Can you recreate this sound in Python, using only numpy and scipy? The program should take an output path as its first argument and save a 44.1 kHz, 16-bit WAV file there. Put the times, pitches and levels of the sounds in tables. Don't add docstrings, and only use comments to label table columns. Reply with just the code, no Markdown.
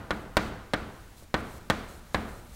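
import sys
import numpy as np
from scipy import signal
from scipy.fft import rfft, irfft
from scipy.io import wavfile
from scipy.ndimage import uniform_filter1d

SR = 44100
rng = np.random.default_rng(int(sys.argv[2]) if len(sys.argv) > 2 else 0)


def level_to_linear(level):
    exponent = np.asarray(level, float) / 20
    return 10 ** exponent


def store_pcm(level_fs):
    pcm = np.round(np.clip(level_fs, -1, 1) * 32767).astype(np.int16)
    wavfile.write(sys.argv[1], SR, np.atleast_2d(pcm).T)


N = 112454
LEAD = SR // 2

# (frequency [Hz], density [dB/Hz])
AIR_SPECTRUM = [(20, 5), (45, 5), (120, -9), (400, -18), (1500, -21), (3000, -27), (8000, -31.5),
                (16000, -35.5)]
AIR_DB, AIR_FLICKER_DB, AIR_FLICKER_HZ = -50, .7, 6.45

# (time [s], peak [dB], contact [ms], frame ring [dB], room [dB])
LANDINGS = [
    (-.2, -4, 0.095, 0, 4),
    (0.1071, -9, 0.095, -4, 2.5),
    (.3689, -5, 0.04, -6, 3),
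    (0.7357, -9, 0.061, -3.5, 3),
    (1.3421, -7, 0.082, -4.5, 3),
    (1.6999, -7.5, 0.034, -3.5, 3),
    (2.1456, -6.5, 0.088, -7, 3.5),
]
# (frequency [Hz], level [dB], T60 [s])
BOARD_MODES = [(584, 3, 0.011), (1030, -.5, 0.0069), (1690, -8, .007), (3720, -0.5, 0.0054),
               (7600, -16, 0.0012)]
# (frequency [Hz], level [dB], T60 [s])
PANEL_MODES = [(67.2, -32, 0.74), (88, -27.5, 0.25), (122.2, -35.5, 0.36), (216.4, -30.5, 0.6),
               (306.2, -25.5, 0.21)]
# (frequency [Hz], level [dB], T60 [s])
FRAME_MODES = [(720, -22, 0.056), (1190, -21, 0.11), (1519, -11.5, 0.059), (1820, -10.5, 0.041),
               (2147, -23.5, 0.055), (3294, -6, 0.016), (4130, -10.5, 0.013)]
# (delay [s], level [dB])
NEAR_ECHOES = [(.0026, -13), (.0087, -20)]
# (frequency [Hz], level [dB], T60 [s])
NEAR_SCATTER = [(250, -40, 0.043), (595, -12.5, 0.07), (1200, -6.5, 0.072), (1900, -11, 0.096),
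                (2800, -13, 0.057), (3960, -1, 0.028), (9300, -34, .05), (15000, -36, .04)]
# (frequency [Hz], level [dB], T60 [s])
TIP_CRUNCH = [(2500, -18, 0.047), (4000, -43, 0.023), (6440, -27.5, 0.032), (10000, -33.5, 0.035),
              (15000, -55, 0.036)]
# (frequency [Hz], level [dB], T60 [s])
ROOM_TAIL = [(41, -40.5, 1.6), (148, -31, 0.87), (540, -29.5, 0.88), (1390, -31, 0.96), (2430, -33, 0.54),
             (4860, -59, 1.9), (8000, -43, 0.67), (15000, -62, .4)]
# (frequency [Hz], level [dB], T60 [s])
ROOM_BLOOM = [(710, -54, 0.23), (1310, -32, 0.86), (1920, -37, 0.92), (2500, -40, 0.8), (3300, -33, 0.79),
              (5000, -37, 0.62), (8000, -43, 0.44), (14000, -60, .2)]
DETUNE, SCATTER_DB, LANDING_SCATTER = 0.0264, 1, .3
CONTACT_RISE_S, FRAME_RISE_S, FRAME_DELAY_S = .000022, .0008, 0.002538
PANEL_DELAY_S, THUMP_HZ, THUMP_DB, THUMP_T60_S = 0.00556, 179, -13.5, 0.01
NEAR_RISE_S, ROOM_RISE_S, ECHO_SMEAR_S = .004, .01, .0006
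CRUNCH_RISE_S, CRUNCH_DB_PER_MS, CRUNCH_REF_MS = .001, -91, 0.117

# (start [s], end [s], start level [dB], end level [dB])
DRAGS = [(0.114, .24, -60, -65), (0.377, 0.498, -57, -59), (0.74, 1.16, -66, -68),
         (1.158, 1.247, -61, -60.5), (1.345, 1.418, -59, -59), (1.42, 1.592, -64, -56.5),
         (1.595, 1.697, -65, -67.5), (1.7, 1.874, -60, -62.5), (1.867, 2.003, -57.5, -60.5),
         (1.998, 2.16, -69.5, -62.5), (2.134, 2.405, -60, -59), (2.395, 2.48, -64, -66),
         (2.463, 2.606, -65.5, -51)]
# (frequency [Hz], density [dB/Hz])
GRIT_SPECTRUM = [(800, -6), (2800, -7), (3980, -2), (4130, 5), (4280, -2), (5800, -3.5), (8200, 0),
                 (15500, -8)]
# (frequency [Hz], density [dB/Hz])
RUMBLE_SPECTRUM = [(20, 5), (55, 9.5), (130, -1), (250, -13), (500, -34)]
RUMBLE_DB, GRIT_SPREAD_DB, GRIT_FLICKER_DB, GRIT_FLICKER_HZ = 10.5, 1.9, 1.4, 40
DRAG_RISE_S, DRAG_FALL_S, DRAG_ROOM_DB, DRAG_T60_S = .015, .008, -7, .3

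# (time [s], peak [dB], contact [ms])
SOFT_KNOCKS = [
    (1.224, -26, 0.85),
    (1.575, -46, .3),
    (0.56, -37, 0.15),
]
# (time [s], peak [dB], pitch [Hz])
SNAPS = [
    (2.4495, -47, 11400),
    (1.891, -52, 6500),
    (1.102, -54, 7000),
]
SNAP_S = .003

BASS_CUT_HZ, TOP_HZ = 19, 15850


def table(rows, hz, order=1):
    rows = np.array(rows, float)
    return np.interp(np.log(np.maximum(hz, 1)), np.log(rows[:, 0]), rows[:, order])


def colour(x, rows):
    gain = level_to_linear(table(rows, np.fft.rfftfreq(len(x), 1 / SR)))
    y = irfft(rfft(x) * gain, len(x))
    return y / np.std(y)


def walk(rate_hz, size):
    hold = int(SR / rate_hz)
    w = np.repeat(rng.standard_normal(size // hold + 1), hold)
    w = uniform_filter1d(uniform_filter1d(w, hold), hold)[:size]
    return w / np.std(w)


def air():
    level = level_to_linear(AIR_DB + AIR_FLICKER_DB * walk(AIR_FLICKER_HZ, N))
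    return level * colour(rng.standard_normal(N), AIR_SPECTRUM)


def rise(x, rise_s):
    return x * (1 - np.exp(-np.arange(len(x)) / SR / rise_s))


def rings(modes, chance, wave=np.sin):
    longest_s = max(t60 for _, _, t60 in modes)
    t = np.arange(int(SR * min(max(longest_s, .05), .8))) / SR
    out = np.zeros(len(t))
    for (hz, db, t60), (db_shift, hz_shift) in zip(modes, chance):
        level = level_to_linear(db + SCATTER_DB * db_shift)
        tone = wave(2 * np.pi * hz * (1 + DETUNE * hz_shift) * t)
        out += level * tone * np.exp(-np.log(1000) * t / t60)
    return out


def tail(rows, rise_s, size):
    t, hz = np.arange(size) / SR, np.fft.rfftfreq(size, 1 / SR)
    noise = rfft(rng.standard_normal(size))
    out = np.zeros(size)
    for mid_hz in 30 * 2 ** np.arange(0, 9.5, .5):
        octaves = np.log2(hz / mid_hz + 1e-9)
        band = np.cos(np.pi * np.clip(octaves, -.5, .5)) ** 2
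        level = np.sqrt(SR / mid_hz / 4) * level_to_linear(table(rows, mid_hz))
        decay = 1000. ** (-t / table(rows, mid_hz, order=2))
        out += irfft(noise * band, size) * level * decay
    return out * (1 - np.exp(-(t / rise_s) ** 2))


def push(contact_ms):
    t = np.arange(256) / SR / (contact_ms / 1000 / 2)
    force = t * np.exp(-t)
    return force / force.sum()


def near_echo(first, db):
    smear = rng.standard_normal(128) * np.exp(-np.arange(128) / SR / ECHO_SMEAR_S)
    return level_to_linear(db) * np.convolve(np.diff(first[:2048]) * 4, smear / np.linalg.norm(smear))


def blow(contact_ms, ring_db, room):
    chance = rng.standard_normal((3, 14, 2))
    first = -rise(rings(BOARD_MODES, chance[0] * LANDING_SCATTER, np.cos) / 2, CONTACT_RISE_S)
    panel = rings(PANEL_MODES + [(THUMP_HZ, THUMP_DB, THUMP_T60_S)], chance[1] / 2)
    frame = level_to_linear(ring_db) * rise(rings(FRAME_MODES, chance[2]), FRAME_RISE_S)
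    near = level_to_linear(ring_db) * tail(NEAR_SCATTER, NEAR_RISE_S, SR // 4)
    parts = [(0, first), (PANEL_DELAY_S, panel), (FRAME_DELAY_S, frame), (0, near)]
    parts += [(delay_s, near_echo(first, db)) for delay_s, db in NEAR_ECHOES]
    response = room.copy()
    for delay_s, x in parts:
        i = int(delay_s * SR)
        response[i:i + len(x)] += x
    y = signal.fftconvolve(response, push(contact_ms))[:SR]
    crunch_db = CRUNCH_DB_PER_MS * (contact_ms - CRUNCH_REF_MS)
    y[:SR // 4] += level_to_linear(crunch_db) * tail(TIP_CRUNCH, CRUNCH_RISE_S, SR // 4)
    return y


def room_at(rooms, s):
    return np.cos(s) * rooms[0] + np.sin(s) * rooms[1]


def add(out, x, s):
    at = s * SR + LEAD
    i = int(at)
    shift = np.sinc(np.arange(-4, 5) - (at - i)) * np.hanning(11)[1:-1]
    x = np.convolve(x, shift)[4:len(out) - i + 4]
    out[i:i + len(x)] += x


def landings(rooms):
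    out = np.zeros(N + LEAD)
    for s, db, contact_ms, ring_db, room_db in LANDINGS:
        add(out, level_to_linear(db) * blow(contact_ms, ring_db, level_to_linear(room_db) * room_at(rooms, s)), s)
    return out[LEAD:]


def drags():
    t, gate = np.arange(N) / SR, np.zeros(N)
    for start_s, end_s, first_db, last_db in DRAGS:
        edge = np.clip(np.minimum((t - start_s) / DRAG_RISE_S, (end_s - t) / DRAG_FALL_S), 0, 1)
        gate += edge * level_to_linear(np.interp(t, (start_s, end_s), (first_db, last_db)))
    grains = rng.standard_normal(N) * level_to_linear(GRIT_SPREAD_DB * rng.exponential(size=N))
    flicker = level_to_linear(GRIT_FLICKER_DB * walk(GRIT_FLICKER_HZ, N))
    grit = colour(grains, GRIT_SPECTRUM) * gate * flicker
    rumble = level_to_linear(RUMBLE_DB) * colour(rng.standard_normal(N), RUMBLE_SPECTRUM)
    direct = grit + rumble * uniform_filter1d(gate, size=1000)
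    t = np.arange(SR // 2) / SR
    room = rng.standard_normal(len(t)) * 1000. ** (-t / DRAG_T60_S)
    return direct + level_to_linear(DRAG_ROOM_DB) * signal.fftconvolve(direct, room / np.linalg.norm(room))[:N]


def knocks(rooms):
    out = np.zeros(N + LEAD)
    for s, db, contact_ms in SOFT_KNOCKS:
        add(out, level_to_linear(db) * blow(contact_ms, 0, room_at(rooms, s)), s)
    return out[LEAD:]


def crumbs():
    out, t = np.zeros(N + LEAD), np.arange(int(SNAP_S * SR)) / SR
    swell = np.sin(np.pi * t / t[-1]) ** 2
    for s, db, hz in SNAPS:
        add(out, level_to_linear(db) * np.sin(2 * np.pi * hz * t) * swell * rng.uniform(0, 1, len(t)), s)
    return out[LEAD:]


def scene():
    rooms = [tail(ROOM_TAIL, ROOM_RISE_S, SR) + tail(ROOM_BLOOM, ROOM_RISE_S, SR) for _ in range(2)]
    return (air() + landings(rooms) + drags() + knocks(rooms) + crumbs())[None]


def band_limit(x):
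    return signal.sosfilt(signal.butter(12, 16810, fs=SR, output="sos"), x)


def record(dry):
    bass_cut = signal.butter(1, BASS_CUT_HZ, "high", fs=SR, output="sos")
    top_cut = signal.ellip(10, .2, 45, TOP_HZ, fs=SR, output="sos")
    mix = signal.sosfilt(np.vstack([bass_cut, top_cut]), dry)
    return band_limit(mix)


dry = scene()
out = record(dry)
store_pcm(out)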